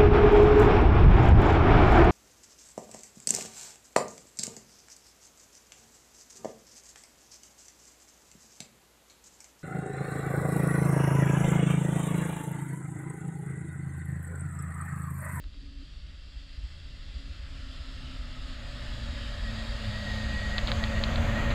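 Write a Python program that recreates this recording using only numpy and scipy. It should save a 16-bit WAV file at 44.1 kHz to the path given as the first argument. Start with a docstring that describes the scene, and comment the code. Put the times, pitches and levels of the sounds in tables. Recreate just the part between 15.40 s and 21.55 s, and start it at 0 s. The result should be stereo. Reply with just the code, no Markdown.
"""A van labours through deep snow across an open field and draws level on the right, its engine sagging under load.
The exhaust hums on crank orders, firings ring the engine bay, and noise rushes through the grille.
Noise and grains make the churned snow; short pulses and bursts make brittle snaps, crackles and dull thuds.
A thin sliding whistle comes and goes. Shaped noise makes wind on the two ports of a small camera,
with short low thumps of a decaying sine."""
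import sys
import numpy as np
from scipy import signal
from scipy.fft import rfft, irfft, next_fast_len
from scipy.io import wavfile
from scipy.ndimage import uniform_filter1d, map_coordinates

SR = 44100
rng = np.random.default_rng(int(sys.argv[2]) if len(sys.argv) > 2 else 0)


def store_pcm(level_fs):
    """Save levels as 16-bit WAV."""
    pcm = np.round(np.clip(level_fs, -1, 1) * 32767).astype(np.int16)
    wavfile.write(sys.argv[1], SR, np.atleast_2d(pcm).T)


N = 271082
T = np.arange(N) / SR  # seconds


def amp(db):
    """Decibels to gain."""
    return 10 ** (np.asarray(db) / 20)


def unit(x):
    """Scale to rms 1, all rows together."""
    return x / np.sqrt(np.mean(x ** 2) + 1e-20)


def along(points, hz):
    """(Hz, value) points read on a log axis."""
    f, v = np.transpose(points)
    return np.interp(np.log(hz + 1), np.log(f + 1), v)


def curves(rows):
    """One value per sample for each column after the time."""
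    s, *cols = np.transpose(rows)
    return [np.interp(T, s, c) for c in cols]


def wobble(rate_hz):
    """A smooth random curve through rate_hz knots a second."""
    knots = rng.standard_normal(int(N * rate_hz / SR) + 4)
    return map_coordinates(knots, [T * rate_hz])


def gate(start_s, length_s, edge_s):
    """Rise, hold and fall between 0 and 1."""
    inside_s = np.minimum(T - start_s, start_s + length_s - T)
    return np.clip(.5 + inside_s / edge_s, 0, 1)


def turned(at_s, over_s):
    """A smooth step from 0 to 1."""
    return .5 + .5 * np.tanh((T - at_s) / over_s)


def filtered(x, response):
    """x times a complex response of frequency."""
    m = next_fast_len(N + SR // 2)
    return irfft(rfft(x, m) * response(np.fft.rfftfreq(m, 1 / SR)), m)[..., :N]


def coloured(x, spectrum):
    """x shaped by (Hz, dB) points, at rms 1."""
    return unit(filtered(x, lambda hz: amp(along(spectrum, hz))))


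def resonate(x, modes):
    """x rung through (Hz, width, dB) resonances with hollows between them, at rms 1."""
    def body(f):
        return sum(amp(db) * 1j * f * w / (c * c - f * f + 1j * f * w) for c, w, db in modes)
    return unit(filtered(x, body))


def steadied(x, over_s):
    """x with its slow swells evened out, at rms 1."""
    size = max(int(over_s * SR), 1)
    power = uniform_filter1d(uniform_filter1d(x ** 2, size=size), size=size)
    return unit(x / np.sqrt(np.abs(power) + 1e-6))


def noise(patchy_db):
    """Two rows of noise (direct, diffuse) sharing patches of gain in time and frequency."""
    z = signal.stft(rng.standard_normal((2, N)), nperseg=1024)[2]
    field = uniform_filter1d(rng.standard_normal(z.shape[1:]), size=6, axis=0)
    field = uniform_filter1d(field, size=12, axis=1)
    patched = signal.istft(z * amp(patchy_db * unit(field)), nperseg=1024)[1]
    return unit(patched[:, :N])


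def grains(rate_hz, spread_db):
    """Two rows of tiny random impulses of uneven size, at rms 1."""
    hits = rng.random((2, N)) < rate_hz / SR
    sizes = rng.standard_normal((2, N)) * amp(spread_db * rng.standard_normal((2, N)))
    return unit(hits * sizes)


# the van's straight path
SPEED_M_PER_S, CLOSEST_M, LEVEL_AT_S = 7.09, 8.28, 6.108


def distance():
    """Metres from the van to the camera."""
    return np.hypot(CLOSEST_M, SPEED_M_PER_S * (T - LEVEL_AT_S))


def carried(close_db, doubling_db, per_m_db):
    """Gain over distance: spreading loss per doubling, and a little soaked up by the snow per metre."""
    r = distance()
    return amp(close_db - doubling_db * np.log2(r / CLOSEST_M) - per_m_db * (r - CLOSEST_M))


def screened(loss_db):
    """The engine is muffled until the van comes clear of a rise in the snow."""
    return amp(loss_db * (1 - turned(at_s=3.24, over_s=0.038)))


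# Engine speed before waver. Each row: time in seconds, crankshaft speed in turns per second.
CRANK_TURNS_PER_S = [(0.0, 70.0), (1.2, 68.7), (2.13, 68.2), (2.33, 65.2), (2.45, 66.3), (2.6, 65.2),
                     (2.75, 64.6), (2.85, 61.5), (3.0, 64.0), (3.12, 64.4), (3.21, 58.8), (3.6, 57.6),
                     (3.97, 57.5), (4.15, 54.9), (4.33, 57.5), (4.5, 52.7), (4.68, 52.7), (4.84, 55.0),
                     (5.02, 52.0), (5.15, 52.0), (5.28, 55.0), (5.53, 55.0), (5.59, 53.2), (5.64, 55.3),
                     (5.75, 55.9), (5.81, 57.4), (5.89, 57.2), (5.98, 54.8), (6.15, 57.8)]


def crank_turns(waver=0.0043):
    """Turns of the crankshaft so far; the speed wavers as the wheels grip and slip."""
    return np.cumsum(curves(CRANK_TURNS_PER_S)[0] * (1 + waver * wobble(22))) / SR


def firing_gate(turns, depth):
    """Four cylinders give two surges of flow a turn."""
    return unit(1 + np.clip(depth, 0, 1) * np.cos(2 * np.pi * 2 * turns))


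# Exhaust note. Each row: order in multiples of crank speed, relative level in dB.
NOTE_ORDER_DB = [(3, -12), (4, 14.5), (4.5, -1), (5, -16), (5.5, -13)]
# Spectrum of gas from the pipe. Each row: frequency in Hz, relative density in dB.
PIPE_HZ_DB = [(25, -17), (55, 3), (85, 5), (118, -3.5), (160, -9), (190, -26.5), (300, -21.5), (600, -82),
              (2000, -120)]
# Swells as the engine digs in. Each row: start in seconds, length in seconds, boost in dB.
SURGES_S_DB = [(0.0, 0.089, 14.5), (0.14, 0.3, 18), (0.91, 0.27, 5), (1.43, 0.091, 8.5), (1.74, 0.16, 8.5),
               (2.078, 0.3, 7), (2.43, 0.34, 7.5), (2.794, 0.33, 5), (3.576, .44, 1.5), (4.046, 0.22, 8),
               (4.392, 0.57, 5), (5.292, 0.36, 2)]


def exhaust(turns):
    """Crank orders, roughened by uneven combustion and wrapped in rasp, over a throb of gas from the pipe."""
    rough_rad, flutter_db, shimmer_db = .27, 1.5, 1.7
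    far_rasp_db, near_rasp_db = -5, -16.5

    def order(k):
        phase = 2 * np.pi * (k * turns + rng.random()) + rough_rad * wobble(60)
        return np.sin(phase) * amp(flutter_db * wobble(30))

    note = unit(sum(amp(db) * order(k) for k, db in NOTE_ORDER_DB))
    rasp_hz_db = [(110, -36), (150, -8), (195, -14.5), (245, -3.5), (272, 1.0), (305, -10), (420, -29), (800, -92)]
    rasp = coloured(noise(patchy_db=2.0), rasp_hz_db)
    gas = coloured(noise(patchy_db=1.0) * firing_gate(turns, depth=0.47), PIPE_HZ_DB)
    # while the van is far off, moving air shakes the hum and the rasp stands out more
    far = np.interp(T, [3.6, 4.1], [1, 0])
    shaken = note * amp(shimmer_db * far * wobble(29.99))
    voice = shaken + amp(far * far_rasp_db + (1 - far) * near_rasp_db) * rasp
    surge_db = sum(db * gate(s, length, edge_s=0.015) for s, length, db in SURGES_S_DB)
    hum = carried(close_db=-37.0, doubling_db=10.5, per_m_db=0.43) * amp(surge_db) * voice
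    # a faint extra rasp as the engine first bogs down
    bogging = amp(-59) * gate(3.05, 0.86, edge_s=.08) * rasp
    throb = carried(close_db=-31, doubling_db=6, per_m_db=0.6) * gas
    firing_tone = unit(order(2) * amp(3.6 * wobble(14)))
    firing = carried(close_db=-41, doubling_db=0.5, per_m_db=0.5) * screened(loss_db=-6.5) * firing_tone
    return hum + bogging + throb + firing


# Engine bay resonances. Each row: centre in Hz, width in Hz, relative level in dB.
BAY_HZ_HZ_DB = [(275, 25, -8), (459, 16, -12), (574, 43, 7), (634, 37, -3.5), (705, 18, -3.5),
                (846.4, 17.5, 1), (971, 18, -5.5)]
# Drone swells and slackens with load. Each row: start in seconds, length in seconds, change in dB.
LOADS_S_DB = [(3.09, .08, -1), (3.19, 0.089, 3.5), (3.387, 0.091, 1.5), (4.633, 0.15, 0.5),
              (4.86, 0.272, -2), (5.252, 0.11, 1.5), (5.771, 0.33, 1.5)]


def engine_bay(turns, knock=0.42, uneven=0.41):
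    """Each firing knocks the resonances of the engine bay, joined by noise, into a continuous drone."""
    at = np.flatnonzero(np.diff(np.floor(2 * turns)))
    cylinders = np.resize(rng.standard_normal(size=4), len(at))
    knocks = np.zeros(N)
    knocks[at] = 1 + uneven * (cylinders + rng.standard_normal(len(at)))
    drive = knock * unit(knocks) + noise(patchy_db=1.5) * firing_gate(turns, depth=0.11)
    drone = steadied(resonate(drive, BAY_HZ_HZ_DB), over_s=.09)
    load_db = sum(db * gate(s, length, edge_s=0.04) for s, length, db in LOADS_S_DB)
    gain = carried(close_db=-40.5, doubling_db=4.0, per_m_db=0.66) * screened(loss_db=-2.5)
    return gain * amp(load_db) * drone


# Air rush spectrum. Each row: frequency in Hz, relative density in dB.
RUSH_HZ_DB = [(600, -89), (1100, -11), (1800, -4), (2300, -5.5), (2800, -0.5), (3400, 0.5), (4000, -1),
              (4800, 2), (6000, -1.5), (6900, -5), (7750, -9.5), (8150, -18.5), (12300, -30), (15000, -44)]
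# Narrow resonances of air through grille and fan. Each row: centre in Hz, width in Hz,
# level in dB relative to the rush, strongest moment in seconds, spread in seconds, slide in Hz per second.
GRILLE_RINGS = [(1312, 100, -14.5, 2.75, 0.65, -100), (2025, 110, -17, 1.6, 0.49, -31.5),
                (1716, 130, -13.5, 3.75, 0.43, -39.5), (2712, 120, -14, 0.3, 2.4, 1),
                (3230, 120, -15.5, 0.47, 1.6, -2), (3630, 150, -17, .5, 1.8, 0),
                (4650, 300, -8, 0.44, 1.45, 21), (4900, 170, -16, 2.4, 0.46, -1),
                (3260, 280, -13.5, 3.6, 0.62, -40.5), (3750, 150, -12.5, 4.4, 0.86, -57),
                (4710, 160, -10.5, 4.4, 0.92, -100), (6090, 430, -15.5, 0.27, 2, 2)]


def fan(turns):
    """Air rushes through the grille; its narrow noise resonances swell, slide and fade."""
    air = coloured(noise(patchy_db=1.58) * firing_gate(turns, depth=0.024), RUSH_HZ_DB)
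    rings = 0
    for hz, width_hz, db, at_s, spread_s, slide_hz_per_s in GRILLE_RINGS:
        lowpass = lambda f: 1 / (1 + (2 * f / width_hz) ** 4)
        band = unit(filtered(rng.standard_normal((2, N)), lowpass))
        phase = 2 * np.pi * np.cumsum(hz + slide_hz_per_s * (T - at_s)) / SR
        swell = amp(db) * np.exp(-((T - at_s) / spread_s) ** 2 / 2)
        rings = rings + swell * (band[0] * np.cos(phase) + band[1] * np.sin(phase))
    # in passing, the cab shadows the whole rush
    shadow = amp(-11 * turned(at_s=5.65, over_s=0.86))
    surge = amp(0.43 * wobble(14))
    direct_only = np.array([[1], [0]])
    gain = carried(close_db=-34.5, doubling_db=5, per_m_db=0.3) * shadow * surge
    return gain * (air + rings * direct_only)


# Tyre churn spectrum. Each row: frequency in Hz, relative density in dB.
CHURN_HZ_DB = [(100, -23), (300, -7), (420, -15), (620, 0.5), (715, -2), (790, -8), (940, -11),
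               (1060, -0.5), (1280, 5), (1520, 2.5), (1800, 4.5), (2250, -2.5), (3300, -13), (5000, -26),
               (9000, -50), (15000, -66)]
# Thrown snow spectrum. Each row: frequency in Hz, relative density in dB.
SPRAY_HZ_DB = [(150, 14), (400, -0.5), (690, 6.5), (780, -2), (900, 2), (1150, 3), (1500, 1), (2200, 2.5),
               (3500, -3), (4300, -12), (5000, -11), (7500, -12), (8700, -39), (12500, -44), (14200, -55),
               (15500, -65)]


def wheels(grainy=0.69, surge_db=0.5):
    """Tyres churn the snow; once the van's flank shows, the thrown crumbs stand out."""
    def crumbs():
        return grainy * grains(rate_hz=2500, spread_db=2.5)

    churn = coloured(noise(patchy_db=0.3) + crumbs(), CHURN_HZ_DB)
    churn = carried(close_db=-43.0, doubling_db=2.0, per_m_db=0.6) * churn
    spray = coloured(noise(patchy_db=1) + crumbs(), SPRAY_HZ_DB)
    spray = carried(close_db=-34.0, doubling_db=17.0, per_m_db=3.0) * spray
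    hidden_db = -9 * (1 - turned(at_s=4.96, over_s=0.074))
    # far off, the lie of the snow screens the tyres
    screened_db = -3.5 * (1 - turned(at_s=2.03, over_s=0.14))
    return (amp(screened_db) * churn + amp(hidden_db) * spray) * amp(surge_db * wobble(15))


# Freshening wind, before trims. Each row: time in seconds, buffet level in dB.
WIND_S_DB = [(0, -42), (.9, -45.5), (1.35, -44), (1.6, -41.5), (1.95, -40), (3.3, -39), (3.9, -35.5),
             (4.6, -37.5), (5.2, -33.5), (6.15, -30)]
# Wind pressure spectrum. Each row: frequency in Hz, relative density in dB.
BUFFET_HZ_DB = [(8, -15.5), (22, -1.5), (37, 1.5), (48, -1.5), (62, -4.5), (85, -10.5), (120, -25.5),
                (200, -25.5), (400, -39.5), (1000, -77), (4000, -120)]


def wind(trim_db=-0.1, lump_db=0.05, eddy_db=-23, eddy_lump_db=4, left_db=1.65):
    """Wind presses on both ports, with low thumps; small eddies flick each port alone."""
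    press = steadied(coloured(rng.standard_normal(N), BUFFET_HZ_DB), over_s=.1)
    press = unit(press * amp(lump_db * wobble(23)))
    eddy_hz_db = [(15, -12), (50, -4.0), (150, -6.5), (400, -12.0), (1500, -31), (4000, -120)]
    eddies = coloured(rng.standard_normal((2, N)), eddy_hz_db)
    eddies = unit(eddies * amp(eddy_lump_db * np.array([wobble(26), wobble(23.2)])))
    buffet = amp(curves(WIND_S_DB)[0] + trim_db) * (press + amp(eddy_db) * eddies)
    return (buffet + thumps()) * amp([[left_db], [-left_db]])


# Brittle snaps and crackles: two faint early ticks, then loud cracks close by. Each row: time in seconds,
# crack level in dB, knock as a share of the crack, crackle level in dB, crackle length in seconds.
SNAPS_S_DB = [(0.04, -40, .3, -50.5, 0.0035), (.135, -46, .3, -56.5, 0.015),
              (5.1823, -10.5, 0.34, -30, 0.01), (5.274, -13, 0.23, -36, 0.011),
              (5.284, -24, .4, -33.5, 0.014), (5.3178, -10.5, 0.6, -29.5, 0.0057),
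              (5.4396, -14, 0.35, -31.5, 0.0072), (5.6384, -8.5, .28, -29.5, 0.0049),
              (5.759, -16, 0.46, -38, 0.0048), (6.106, -22, .3, -32, 0.012)]


def snaps(crack_hz=4000, crack_life_s=0.00031, knock_hz=1900, knock_life_s=.00024):
    """Each brittle snap is a crack of a few cycles over a duller knock."""
    out = np.zeros(N)
    for s, db, knock_share, _, _ in SNAPS_S_DB:
        t = T - s
        crack = np.exp(-(t / crack_life_s) ** 2) * np.cos(2 * np.pi * crack_hz * t)
        knock = np.exp(-(t / knock_life_s) ** 2) * np.sin(2 * np.pi * knock_hz * t)
        out += amp(db) * (crack - knock_share * knock)
    return out


def crackles(lag_share=0.53):
    """Short bursts of coloured grains that peak just after each snap."""
    bursts = 0
    for s, _, _, db, length_s in SNAPS_S_DB:
        bursts = bursts + amp(db) * np.exp(-(2 * ((T - s) / length_s - lag_share)) ** 2)
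    crackle_hz_db = [(200, -16), (800, -9), (1400, -1), (2500, 0), (4300, 0),
                     (5600, -13), (7000, -16), (9000, -37), (15000, -54)]
    return bursts * coloured(grains(rate_hz=6000, spread_db=2), crackle_hz_db)


# Short low thumps on the ports. Each row: time in seconds, level in dB before envelope and port balance.
THUMPS_S_DB = [(0.061, -33), (.383, -34.5), (0.573, -33), (0.651, -33.5), (.858, -37), (.972, -34.5),
               (1.187, -30), (1.247, -27), (1.765, -27), (1.903, -30), (2.035, -29.5), (2.43, -33),
               (2.809, -30.5), (3.052, -28.5), (3.411, -27.5), (3.529, -30), (3.703, -30.5), (4.036, -28),
               (4.3, -29.5), (4.866, -27.5), (4.916, -26), (5.186, -23), (5.243, -23), (5.58, -27),
               (5.713, -25), (5.805, -23.5), (5.902, -24), (6.1, -22)]


def thumps(hz=52, life_s=0.013):
    """Each thump lasts about one slow cycle."""
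    out = 0
    for s, db in THUMPS_S_DB:
        t = T - s
        out = out + amp(db) * np.exp(-(t / life_s) ** 2) * np.sin(2 * np.pi * hz * t)
    return out


# Whistle swells. Each row: start in seconds, length in seconds, level in dB before the crest gain,
# start pitch in Hz, end pitch in Hz.
WHISTLES_S_DB_HZ = [(4.039, 0.07, -48, 1900, 1888), (4.163, 0.069, -50, 1883, 1896),
                    (4.368, .11, -58, 1869, 1916), (4.49, 0.77, -48, 1893, 1901),
                    (4.52, 0.11, -61, 1882, 1912), (4.66, 0.072, -49, 1903, 1882),
                    (4.812, 0.057, -57, 1862, 1874), (4.882, 0.21, -46.5, 1895, 1900),
                    (5.113, 0.08, -42.5, 1888, 1902), (5.419, 0.033, -40, 1896, 1894),
                    (5.5, 0.12, -43, 1861, 1916), (5.66, 0.07, -45, 1895, 1905),
                    (5.875, 0.05, -43, 1850, 1860), (5.951, 0.066, -40.5, 1860, 1926),
                    (6.02, 0.105, -42, 1880, 1850)]


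def whistle(flicker_db=1, crest=1.25):
    """A thin unsteady engine whistle in a narrow band of air; it slides in each swell and lingers faintly."""
    bursts, points = 0, []
    for s, length_s, db, first_hz, last_hz in WHISTLES_S_DB_HZ:
        arch = np.sqrt(np.clip(1 - (2 * (T - s) / length_s - 1) ** 2, 0, 1))
        bursts = bursts + amp(db) * arch
        points += [(s, first_hz), (s + length_s, last_hz)]
    lingering = carried(close_db=-55.0, doubling_db=-1.0, per_m_db=0.5) * turned(at_s=3.1, over_s=0.41)
    hz, = curves(sorted(points))
    drift, rough, breathy = .002, .006, .29  # shares of pitch, pitch, level
    phase = 2 * np.pi * np.cumsum(hz * (1 + drift * wobble(25) + rough * wobble(170))) / SR
    tone = (1 + breathy * wobble(140)) * np.sin(phase) + breathy * wobble(140) * np.cos(phase)
    return (crest * bursts + lingering) * unit(tone * amp(flicker_db * wobble(28)))


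# A wheel drops through the crust. Each row: time of the peak in seconds, length in seconds, level in dB.
THUDS_S_DB = [(5.294, 0.072, -40.5), (6.118, 0.034, -38.5)]


def thuds():
    """Packed snow gives way under a wheel in a dull burst of noise."""
    sinking = sum(amp(db) * np.exp(-(2 * (T - s) / length) ** 2) for s, length, db in THUDS_S_DB)
    thud_hz_db = [(120, -20), (200, -2), (330, 2), (420, -8), (600, -4), (1200, -10), (2500, -30), (6000, -70)]
    return sinking * coloured(noise(patchy_db=-1), thud_hz_db)


# Port phase for sound from ahead. Each row: frequency in Hz, left lead in radians.
PORT_LEAD_HZ_RAD = [(30, 0), (430, -.5), (2000, -.7), (4050, -1.3), (5200, -2.25), (5700, -2.75),
                    (6100, -2.95), (6800, -3.25), (8400, -1.9), (10500, -2.4), (13000, -3.1)]
# Port balance for sound from ahead. Each row: frequency in Hz, left over right in dB.
PORT_TILT_HZ_DB = [(100, 1.3), (210, .2), (380, -.7), (600, -2.1), (1000, -3.7), (1900, -4.3), (2500, -2.1),
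                   (4000, -.8), (5700, 0), (6600, -1.5), (8100, -5.3), (15000, -3.6)]
# Diffuseness. Each row: frequency in Hz, diffuseness from 0 (none) to 1 (equal direct and diffuse power).
DIFFUSE_HZ_SHARE = [(100, .015), (1500, .04), (2400, .08), (4500, .05), (5400, .012), (5900, .012),
                    (6500, .07), (8200, .33), (15000, .45)]


def ports(van):
    """Sound bends round the camera to two ports; the left one lags more as the van draws level."""
    def diffuse_power(hz):
        return np.clip(along(DIFFUSE_HZ_SHARE, hz), 0, 1) / 2

    def left_half(hz):
        return amp(along(PORT_TILT_HZ_DB, hz) / 2) * np.exp(.5j * along(PORT_LEAD_HZ_RAD, hz))

    direct = filtered(van[0], lambda hz: np.sqrt(1 - diffuse_power(hz)))
    diffuse = filtered(van[1], lambda hz: np.sqrt(diffuse_power(hz)))
    pair = np.array([direct + diffuse, direct - diffuse])
    left, right = filtered(pair, lambda hz: np.array([left_half(hz), 1 / left_half(hz)]))
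    side_lag_s, ahead_rad = 2.6e-5, .22
    bearing_rad = np.arctan2(CLOSEST_M, SPEED_M_PER_S * (LEVEL_AT_S - T))
    lag_samples = side_lag_s * np.maximum(np.sin(bearing_rad) - np.sin(ahead_rad), 0) * SR
    return np.array([map_coordinates(left, [np.arange(N) - lag_samples], order=5), right])


def scene():
    """The van on open snow, with no echo, and the wind and thumps."""
    turns = crank_turns()
    engine = exhaust(turns) + engine_bay(turns) + fan(turns) + whistle()
    ground = wheels() + snaps() + crackles() + thuds()
    return ports(engine + ground) + wind()


def record(dry, top_hz=15700):
    """The camera keeps nothing above its band limit."""
    return filtered(dry, lambda hz: hz < top_hz)


dry = scene()
out = record(dry)
store_pcm(out)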